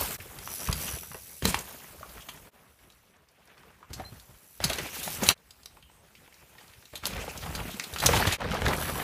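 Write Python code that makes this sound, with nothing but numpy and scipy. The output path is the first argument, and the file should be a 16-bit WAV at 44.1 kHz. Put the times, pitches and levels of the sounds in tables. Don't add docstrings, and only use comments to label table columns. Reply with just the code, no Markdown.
import sys
import numpy as np
from scipy import signal
from scipy.io import wavfile
from scipy.ndimage import uniform_filter1d

SR = 44100
rng = np.random.default_rng(int(sys.argv[2]) if len(sys.argv) > 2 else 0)


def transcribe(signal):
    frames = np.atleast_2d(signal).T
    limited = np.clip(frames, -1, 1)
    pcm = np.round(limited * 32767).astype(np.int16)
    wavfile.write(sys.argv[1], SR, pcm)


N = 398223


def gain_of(db):
    return 10 ** (np.asarray(db) / 20)


def evened(x):
    return x / np.sqrt(np.mean(x ** 2) + 1e-20)


def add(mix, start_s, sound):
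    part = mix[round(start_s * SR):][:len(sound)]
    part += sound[:len(part)]


def along(rows, time_s):
    at_s, *columns = np.transpose(rows)
    return [np.interp(time_s, at_s, column) for column in columns]


def resonate(x, hz, width_hz):
    turn = np.exp(2j * np.pi * np.cumsum(hz * np.ones(len(x))) / SR)
    pole = np.exp(-np.pi * max(width_hz, 5) / SR)
    smooth = signal.lfilter([1 - pole], [1, -pole], x / turn + 1e-18)
    return 2 * (turn * smooth).real


def resonate_twice(x, hz, width_hz, second_width_hz):
    return resonate(resonate(x, hz, width_hz), hz, second_width_hz)


def texture(spectrum, per_s, spread_db, share, patchy_db, grain_s, tilt_db_per_oct=0, count=4):
    table_hz, table_db = np.transpose(spectrum)
    hz = np.fft.rfftfreq(4096, 1 / SR)
    colour = gain_of(np.interp(np.log(hz + 1), np.log(table_hz), table_db, -90, -90))
    place = np.interp(np.log(hz + 1), np.log(table_hz[[1, -2]]), [0, count - 1])
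    pole = np.exp(-1 / (grain_s * SR))
    share = np.clip(share, 0, 1)
    power_fix = np.sqrt(1 + np.sqrt(share * (1 - share)))
    x = 0
    for k in range(count):
        size = gain_of(spread_db * np.minimum(rng.exponential(1, N), 4))
        hits = size * (rng.random(N) < per_s / SR)
        puffs = signal.lfilter([1], [1, -2 * pole, pole ** 2], hits)
        overlap = np.sqrt(np.clip(1 - abs(place - k), 0, 1))
        band = signal.firwin2(2047, hz, colour * overlap, fs=SR)
        level = np.sqrt(share) * evened(puffs) + np.sqrt(1 - share)
        drive = level * rng.standard_normal(N)
        x = x + signal.oaconvolve(drive / power_fix, band, "same")
    hz, t, z = signal.stft(evened(x), SR, nperseg=256)
    patches = uniform_filter1d(rng.standard_normal(z.shape), 6, axis=0)
    patches = uniform_filter1d(patches, 12, axis=1)
    frames = np.minimum((t * SR).astype(int), N - 1)
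    tilt_db = (tilt_db_per_oct * np.ones(N))[frames] * np.log2((hz[:, None] + 1) / 7000)
    return signal.istft(z * gain_of(patchy_db * evened(patches) + tilt_db), nperseg=256)[1][:N]


# (time [s], dirt crunch [dB], tyre rumble [dB], grit spray and forest hiss [dB])
ROLLING_LEVELS = [
    [(0.0, -36, -37.5, -34), (0.094, -43, -53, -38.5), (0.15, -42.5, -49, -40)],
    [(0.2, -48, -55.5, -51), (0.432, -47.5, -50, -50), (0.56, -51, -57, -41.5), (0.67, -43.5, -56, -45),
     (0.69, -40.5, -31.5, -53), (0.808, -40, -40, -39.5), (1.096, -60.5, -55.5, -52.5),
     (1.41, -64.5, -66, -52.5), (1.43, -53, -37, -46), (1.455, -42, -33.5, -34), (1.598, -45.5, -44, -44),
     (1.64, -51, -61, -48), (2.016, -54.5, -53, -54.5), (2.3, -53.5, -59.5, -55), (2.49, -57.5, -57, -60.5)],
    [(2.53, -64, -70, -69.5), (2.886, -66, -65, -67), (3.192, -66.5, -73, -74.5),
     (3.646, -59.5, -66, -67.5), (3.88, -63.5, -68, -71), (3.91, -53.5, -45, -65),
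     (4.17, -59.5, -54, -59.5), (4.27, -63, -66, -61), (4.3, -58.5, -56, -63.5), (4.51, -69.5, -76, -61.5),
     (4.59, -65.5, -61, -59), (4.63, -42, -34.5, -42), (4.78, -41, -49, -43.5), (4.925, -49, -51, -46),
     (4.945, -47.5, -57, -39), (5.156, -45.5, -48.5, -40.5), (5.205, -41, -40.5, -46),
     (5.229, -36.5, -43, -40), (5.28, -37.5, -39, -32), (5.31, -29.5, -38.5, -33), (5.345, -50, -44, -59)],
    [(5.38, -66, -74, -70), (5.59, -65.5, -63.5, -64.5), (5.95, -65.5, -62.5, -67.5),
     (6.2, -64, -67.5, -64.5), (6.794, -59.5, -62, -59.5), (6.92, -71, -78, -60.5), (6.94, -52, -50, -57),
     (7.02, -62, -60, -62), (7.04, -42, -54, -49), (7.19, -39.5, -39.5, -48.5), (7.264, -47, -48, -49.5),
     (7.618, -42.5, -36.5, -49), (7.838, -53.5, -65, -50), (8.01, -50, -46, -45.5),
     (8.03, -35.5, -32.5, -37), (8.178, -27.5, -29, -34), (8.25, -31.5, -37, -39.5),
     (8.35, -38, -39, -39.5)],
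    [(8.41, -35.5, -41, -56), (8.486, -36.5, -33, -50.5), (8.706, -28.5, -30.5, -42),
     (8.772, -37, -40.5, -43), (8.93, -39.5, -38.5, -44.5), (9.03, -34, -45, -44)],
]
# (time [s], tilt [dB/octave])
SPRAY_TILT = [(0.0, 0.5), (0.6, 0.5), (1.4, 1), (1.45, -5.5), (1.65, -0.5), (2.3, 1), (3.2, -2.5),
              (3.7, -0.5), (3.9, -2.5), (4.55, 2), (4.62, -5.5), (5.2, -.5), (6.9, -2), (7.05, -5.5),
              (7.6, 0), (8.2, -3.5), (8.5, -8), (9.03, 4)]
# (frequency [Hz], relative density [dB])
RUMBLE_SPECTRUM = [(15, -42), (25, -5.5), (59, 16.5), (81, 8.5), (172, 1), (248, -12.5), (500, -21.5),
                   (650, -31), (1100, -120)]
CRUNCH_SPECTRUM = [(88, -32), (150, 1), (254, -5.5), (300, -7.5), (340, -8), (373, -5.5), (1620, -9),
                   (3190, -16), (6000, -28), (7800, -49), (13200, -120)]
SPRAY_SPECTRUM = [(1470, -14.5), (2500, -1), (2640, -2), (3650, -5), (4680, -4), (8310, -3), (9450, -3.5),
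                  (14300, -0.5), (15200, -3)]
UNEVEN_DB, UNEVEN_S = 2, 0.049


def uneven_ground():
    slow = uniform_filter1d(rng.standard_normal(N), round(UNEVEN_S * SR))
    return evened(uniform_filter1d(slow, 1000))


def tyres():
    t = np.arange(N) / SR
    crunch_db, rumble_db, spray_db = along(np.vstack(ROLLING_LEVELS), t)
    tilt, = along(SPRAY_TILT, t)
    a, b = uneven_ground(), uneven_ground()
    crunch_db = crunch_db + UNEVEN_DB * a
    spray_db = spray_db + 0.37 * UNEVEN_DB * (0.86 * a + 0.59 * b)
    near = np.clip((crunch_db + 67.0) / 25, .15, 1)
    crunch = texture(CRUNCH_SPECTRUM, per_s=120, spread_db=3.5, share=0.47 * near,
                     patchy_db=2.2, grain_s=0.0019)
    rumble = texture(RUMBLE_SPECTRUM, per_s=40, spread_db=-1.0, share=0.17,
                     patchy_db=-2.2, grain_s=0.0068, count=2)
    spray = texture(SPRAY_SPECTRUM, per_s=550, spread_db=6.0, share=0.22 * near,
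                    patchy_db=2.0, grain_s=0.00056, tilt_db_per_oct=tilt, count=2)
    return gain_of(crunch_db) * crunch + gain_of(rumble_db) * rumble + gain_of(spray_db) * spray


STONES_OVER_CRUNCH_DB, STONES_SPREAD_DB = 8.5, 1
STONES_LOW_HZ, STONES_HIGH_HZ = 400, 2480
STONES_T60_S, STONES_HARDNESS = 0.028, .3


def stones(count=90):
    at_s, size, pitch = rng.random((count, 3)).T
    at_s = at_s * N / SR
    crunch_db = along(np.vstack(ROLLING_LEVELS), at_s)[0]
    db = crunch_db + STONES_OVER_CRUNCH_DB + STONES_SPREAD_DB * np.log(1 - .95 * size)
    hz = STONES_LOW_HZ * (STONES_HIGH_HZ / STONES_LOW_HZ) ** pitch
    return [(*row, STONES_T60_S, STONES_HARDNESS) for row in zip(at_s, db, hz)]


# (time [s], peak level [dB], centre [Hz], burst t60 [s], hardness [0-1])
KNOCK_EVENTS = [(.202, -32.5, 2260, .034, 0.1), (0.475, -24.5, 1020, 0.018, 1), (.672, -29, 2570, .032, .4),
                (.688, -21, 1010, 0.023, 0.3), (.726, -26, 2900, 0.048, 0.4),
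                (1.033, -35.5, 1240, 0.033, 0.4), (1.116, -30, 1000, 0.052, 0.8),
                (1.145, -27.5, 440, 0.079, 0.96), (1.423, -23, 398, 0.06, 0.95),
                (1.454, -12, 417, 0.087, 0.94), (1.544, -9, 960, 0.014, .8), (1.802, -41, 2910, .03, 0.3),
                (1.844, -36, 940, 0.029, 0.8), (2.009, -40, 513, 0.026, 0.1),
                (2.029, -30, 1140, .031, 0.03), (2.18, -34, 1230, 0.07, 0.6), (2.287, -32, 960, 0.05, .5),
                (3.578, -47.5, 991, 0.069, .5), (3.633, -46, 1180, .03, 0.3), (3.691, -54, 1160, .022, 0.2),
                (3.828, -38.5, 1100, 0.069, 0.04), (3.997, -30, 704, 0.063, 0.24),
                (4.603, -23, 550, .076, 1), (4.64, -23, 2370, 0.053, .5), (4.701, -19.5, 710, 0.091, 0.84),
                (4.788, -24, 1980, .11, 0.33), (5.077, -22, 690, 0.031, 0.42),
                (5.232, -17, 566, 0.035, 0.8), (5.77, -44.5, 958, .03, 0.24), (5.898, -48, 840, 0.026, 0.4),
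                (6.152, -41.5, 2430, .036, 0.3), (6.277, -44.5, 748, .03, 0.7),
                (6.325, -45, 2600, 0.027, 0.1), (6.426, -45.5, 980, .025, 0.7),
                (6.552, -46, 1040, 0.027, .5), (6.582, -42, 2080, 0.062, 0.3), (6.612, -41, 784, .03, 0.6),
                (6.736, -43, 2060, .042, .6), (6.825, -44.5, 1570, 0.035, .5), (6.936, -33, 560, .04, .5),
                (7.036, -26.5, 1240, 0.1, 0.57), (7.161, -28, 516, 0.12, 0.75),
                (7.279, -27.5, 611, 0.033, 0.18), (7.461, -27, 970, 0.037, 0.13),
                (7.552, -28.5, 600, 0.059, 0.76), (7.591, -27, 970, 0.022, 0.03),
                (7.797, -22, 2280, 0.046, 0.46), (7.93, -33, 404, 0.077, .6),
                (7.961, -23.5, 1420, 0.11, 0.67), (8.026, -20.5, 720, 0.041, .45),
                (8.037, -13.5, 990, 0.014, 0.22), (8.089, -12.5, 480, 0.091, 0.32),
                (8.134, -15, 885, .04, 0.33), (8.2, -17.5, 750, 0.06, 0.2), (8.273, -19.5, 1860, 0.069, .5),
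                (8.312, -23.5, 2350, 0.13, 0), (8.408, -32, 960, 0.037, .6), (8.448, -30, 476, 0.047, 0.3),
                (8.487, -25, 888, .034, 0.7), (8.516, -21, 1380, .037, .5),
                (8.619, -14.5, 385, 0.025, 0.94), (8.664, -15.5, 1720, .015, 0.1),
                (8.682, -22.5, 1650, .056, 0), (8.824, -25, 1390, 0.06, 0.26), (8.896, -21, 514, .04, .9),
                (8.955, -25, 980, 0.078, 0.7)]


def knock(peak_db, hz, t60_s, hardness):
    t = np.arange(6000) / SR
    decay = gain_of(-60 * t / max(t60_s, .008))
    click = 3 * hardness * np.exp(-t / 0.00093)
    burst = rng.standard_normal(len(t)) * (decay + click)
    burst *= np.minimum(t / 0.00028, 1)
    body = resonate_twice(burst, hz, 0.31 * hz, 0.92 * hz)
    wide = resonate(resonate(burst, 1.89 * hz, 2000), 1.34 * hz, 3300)
    out = evened(body) + 1.84 * hardness * evened(wide)
    return gain_of(peak_db) * out / abs(out).max()


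def forest(x, t60_s=0.24):
    taps = np.zeros(SR // 2)
    at = np.arange(60, len(taps) - 20, 20)
    at = at + rng.integers(0, 20, len(at))
    taps[at] = rng.choice([-1., 1.], len(at)) * gain_of(-60 * at / SR / t60_s)
    taps = signal.lfilter([1], [1, -.4], taps)
    return signal.oaconvolve(x, taps / np.linalg.norm(taps))[:N]


# (time [s], level [dB], settled pitch [Hz])
THUD_EVENTS = [(.202, -35, 78), (0.687, -19, 141), (0.771, -31, 97), (.933, -24.5, 74.6), (1.105, -36, 129),
               (1.424, -24, 151), (1.448, -15.5, 180.5), (1.478, -22.5, 200), (3.899, -31, 72),
               (3.958, -35, 110), (3.999, -32, 120), (4.12, -31.5, 101), (4.29, -42, 110),
               (4.647, -18.5, 135), (5.069, -32.5, 156), (5.224, -18.5, 188), (6.928, -35.5, 61),
               (7.027, -33, 67), (7.74, -30.5, 198), (7.928, -28.5, 70), (8.046, -22, 100),
               (8.107, -17.5, 126), (8.168, -19, 90), (8.27, -12, 88), (8.44, -28, 87)]
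THUD_T60_S = 0.094


def thud(db, hz, t60_s):
    t = np.arange(12000) / SR
    sagging_s = t + 0.0025 * (1 - np.exp(-t / 0.0049))
    swing = np.sin(2 * np.pi * hz * sagging_s) * rng.choice([-1, 1])
    soil = evened(resonate(rng.standard_normal(len(t)), 260, 530))
    envelope = gain_of(db - 60 * t / max(t60_s, .02)) * np.minimum(t / 0.0053, 1)
    return envelope * (0.82 * swing + 0.18 * soil)


# (time [s], peak level [dB], strongest frequency [Hz], burst t60 [s])
SLAP_EVENTS = [(0.3868, -30.5, 4750, 0.021), (.6041, -31, 5970, .04), (.6528, -30, 11700, .04),
               (.673, -25, 5800, .031), (0.712, -26, 9970, 0.023), (0.727, -15.5, 4780, .024),
               (0.8798, -31, 6040, 0.039), (1.423, -29, 3150, 0.028), (1.453, -9.5, 3800, 0.017),
               (1.5456, -18, 3340, 0.015), (1.5885, -26, 7680, 0.029), (2.0921, -43, 4330, .03),
               (2.288, -30.5, 3040, 0.083), (2.901, -43, 3600, 0.021), (2.9207, -49, 4220, .027),
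               (3.165, -55, 6000, .03), (3.2859, -53, 5100, .036), (3.313, -60, 10000, .03),
               (3.454, -51, 10500, .03), (3.474, -49, 5000, .027), (3.5783, -49.5, 4130, .027),
               (3.9314, -30, 5260, 0.092), (4.197, -37.5, 4400, .032), (4.6395, -12, 4800, 0.061),
               (4.6969, -19, 3350, 0.062), (4.731, -20, 4380, 0.044), (4.784, -23, 3000, .032),
               (5.0302, -23, 12900, 0.28), (5.2338, -18.5, 6300, 0.074), (5.2637, -21, 3470, .088),
               (5.288, -1, 3970, 0.015), (5.376, -46, 3870, .028), (5.5065, -36.5, 4930, .04),
               (5.632, -42, 4780, 0.026), (5.6572, -28, 4640, .019), (5.8247, -46, 3068, 0.042),
               (6.1514, -47.5, 3540, .03), (6.341, -44, 4730, .033), (6.6054, -47, 4800, .033),
               (6.6777, -46, 4500, .03), (6.8538, -38.5, 3860, .03), (6.954, -26, 3570, 0.075),
               (6.975, -36, 11000, .03), (7.0542, -16, 4470, 0.019), (7.065, -18.5, 11500, 0.053),
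               (7.375, -28.5, 5670, .04), (7.5495, -26, 4370, 0.086), (7.7966, -21, 5970, .014),
               (7.838, -26.5, 3870, 0.043), (7.9364, -26.5, 3800, 0.036), (7.984, -24, 4250, 0.058),
               (8.0004, -19.5, 3960, .04), (8.0601, -5.5, 5560, 0.037), (8.064, -6.5, 5560, 0.033),
               (8.268, -19.5, 3560, 0.14), (8.322, -19, 3630, 0.11), (8.404, -29.5, 3020, .04),
               (8.509, -30, 3160, 0.027), (8.542, -29, 4640, 0.026), (8.6556, -28, 5390, .047),
               (8.6808, -21, 4140, .044)]
# (frequency [Hz], level [dB], ring time [s]); width is 1.3 / time + 350 Hz
CHAIN_MODES = [(3360, -8.5, 0.015), (4070, -3.5, 0.013), (6200, -1, 0.1), (7430, -33, 0.12),
               (7560, -9, 0.061), (9900, -42, 0.052), (10760, -6, 0.066)]
SLAP_RISE_S = 1.32 * 0.00082


def slap(peak_db, hz, rise_s, t60_s):
    t = np.arange(6000) / SR
    noise = rng.standard_normal(len(t))
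    rise = np.minimum(t / max(rise_s, .0002), 1) ** 2
    burst = noise * gain_of(-60 * t / max(t60_s, .008)) * rise
    ring = 0
    for mode_hz, mode_db, ring_s in CHAIN_MODES:
        tuned_hz = mode_hz * (1 + 0.07 * rng.standard_normal())
        mode = resonate(resonate(burst, tuned_hz, 1.3 / ring_s + 350), mode_hz, 2486)
        ring = ring + gain_of(mode_db + 0.77 * rng.standard_normal()) * evened(mode)
    crack = resonate_twice(burst, 7000, 11000, 11000)
    strongest = resonate_twice(burst, hz, 0.28 * hz, 1.9 * hz)
    near = np.clip((peak_db + 56.0) / 35, .1, 1)
    out = near * (0.78 * evened(ring) + 0.99 * evened(crack)) + 1.26 * evened(strongest)
    return gain_of(peak_db) * out / abs(out).max()


# (time [s], ratchet level [dB], lift of lower hub modes [dB])
COASTING_LEVELS = [
    [(.4, -52, 0), (.5, -48, 4), (.66, -41, -1), (.74, -46, -8), (.82, -41, 2), (.93, -42, -1.5),
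     (1.05, -50, -1), (1.42, -54.5, -7)],
    [(2.53, -77, -2), (2.85, -70, -5), (3.15, -78, 2)],
    [(3.95, -63, -4), (4.35, -67, -5), (4.6, -59, -5)],
    [(8.7, -71, -8), (8.8, -39.5, -6), (9.03, -53, -5)],
]
# (frequency [Hz], width [Hz], level before lift [dB])
HUB_MODES = [(5400, 200, -22.5), (5940, 180, 10.5), (8060, 370, 2), (10340, 430, 9), (11200, 360, 5),
             (12460, 640, 9)]
TEETH_PER_S, SLOWING_PER_S2 = 104, 30
LOWER_MODES_HZ = 7000


def ratchet(rows):
    t = np.arange(rows[0][0], rows[-1][0], 1 / SR)
    db, lift_db = along(rows, t)
    per_s = TEETH_PER_S - SLOWING_PER_S2 * (t - t[0])
    wobble = evened(uniform_filter1d(rng.standard_normal(len(t)), 800))
    teeth = np.cumsum(per_s * (1 + 0.14 * wobble)) / SR
    tooth = teeth.astype(int)
    force = gain_of(1.06 * rng.standard_normal(len(t)))[tooth]
    phase = (teeth % 1) / 0.12
    drop = force * phase * np.exp(-phase) * rng.standard_normal(len(t))
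    drop = drop + 1.6 * force * np.diff(tooth, prepend=0)
    ring = 0.82 * evened(np.diff(drop, prepend=0))
    for hz, width_hz, mode_db in HUB_MODES:
        gain = gain_of(mode_db + lift_db * (hz < LOWER_MODES_HZ))
        ring = ring + gain * evened(resonate(drop, hz, width_hz))
    return t[0], gain_of(db) * evened(ring) * signal.windows.tukey(len(t), .05)


# (start [s], length [s], level [dB], strongest frequency [Hz])
SCRAPE_EVENTS = [(.86, 0.046, -42.5, 3000), (1.467, 0.047, -36.5, 8250), (2.193, 0.045, -54, 3040),
                 (6.152, 0.043, -66, 3000), (6.281, 0.17, -68, 2400), (6.568, 0.086, -64.5, 3000),
                 (6.67, .04, -66, 3500), (6.726, 0.031, -64, 2500), (7.19, .05, -45, 2500),
                 (7.28, 0.038, -45, 2400), (7.4, 0.045, -52.5, 4200), (7.69, .07, -48.5, 3480),
                 (7.8, 0.061, -54, 2220), (8.14, 0.043, -35, 3770), (8.31, 0.064, -38, 2540)]


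def scrape(start_s, length_s, db, hz):
    grit = rng.standard_normal(round(length_s * SR))
    body = resonate_twice(grit, hz, 0.33 * hz, 0.56 * hz)
    hiss = resonate_twice(grit, 5500, 5000, 5000)
    sound = evened(body) + 0.8 * evened(hiss)
    return start_s, gain_of(db) * sound * signal.windows.tukey(len(grit), .6)


# (start [s], length [s], first pitch [Hz], last pitch [Hz],
# first level [dB], last level [dB], width [Hz])
TONE_EVENTS = [(4.045, 0.066, 4060, 4230, -46, -62, 55), (4.14, .06, 4150, 4180, -72, -76, 50),
               (5.48, .06, 7900, 8000, -72, -75, 300), (5.58, .24, 8270, 8200, -76, -75, 250),
               (5.827, 0.089, 3100, 3000, -64, -71, 400), (5.89, .14, 8300, 8140, -67.5, -75, 250),
               (6.102, 0.146, 8350, 8300, -78, -81, 150)]


def tone(start_s, length_s, first_hz, last_hz, first_db, last_db, width_hz):
    u = np.arange(0, length_s, 1 / SR) / length_s
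    hz = first_hz + (last_hz - first_hz) * u
    db = first_db + (last_db - first_db) * u
    fuzz = resonate_twice(rng.standard_normal(len(u)), hz, width_hz, width_hz)
    steady = np.sin(2 * np.pi * np.cumsum(hz) / SR) * (75 / width_hz) ** 2
    sound = evened(evened(fuzz) + steady)
    return start_s, gain_of(db) * sound * signal.windows.tukey(len(u), .2)


def scene():
    sharp, plain = np.zeros(N), np.zeros(N)
    for start_s, *row in KNOCK_EVENTS + stones():
        add(sharp, start_s, knock(*row))
    for start_s, *row in THUD_EVENTS:
        add(plain, start_s, thud(*row, THUD_T60_S))
    for start_s, db, hz, t60_s in SLAP_EVENTS:
        add(sharp, start_s, slap(db, hz, SLAP_RISE_S, t60_s))
    for rows in COASTING_LEVELS:
        add(sharp, *ratchet(rows))
    for row in SCRAPE_EVENTS:
        add(sharp, *scrape(*row))
    for row in TONE_EVENTS:
        add(plain, *tone(*row))
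    passages = np.split(sharp, [round(join_s * SR) for join_s, *_ in PASSAGE_FADES])
    echoes = np.concatenate([forest(passage)[:len(passage)] for passage in passages])
    return (tyres() + sharp + plain + gain_of(-10.5) * echoes)[None]


# (time [s], fade out [s], fade in [s])
PASSAGE_FADES = [(.177, 0.033, 0.021), (2.509, 0.027, 0.034), (5.346, 0.029, 0.052), (8.375, 0.03, 0.061)]
BASS_CUT_HZ, TREBLE_LIMIT_HZ = 48, 15400


def record(dry):
    t, level = np.arange(N) / SR, np.ones(N)
    for join_s, out_s, in_s in PASSAGE_FADES:
        fade = np.maximum((join_s - t) / out_s, (t - join_s) / in_s)
        level *= np.clip(fade, .02, 1)
    bass_cut = signal.butter(2, BASS_CUT_HZ, "high", fs=SR, output="sos")
    thinned = signal.sosfilt(bass_cut, dry)
    thinned = thinned + .5 * resonate(thinned[0], 11060, 520)
    treble_limit = signal.firwin(511, TREBLE_LIMIT_HZ, window=("kaiser", 9), fs=SR)
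    return signal.oaconvolve(thinned * level, treble_limit[None], "same")


dry = scene()
out = record(dry)
transcribe(out)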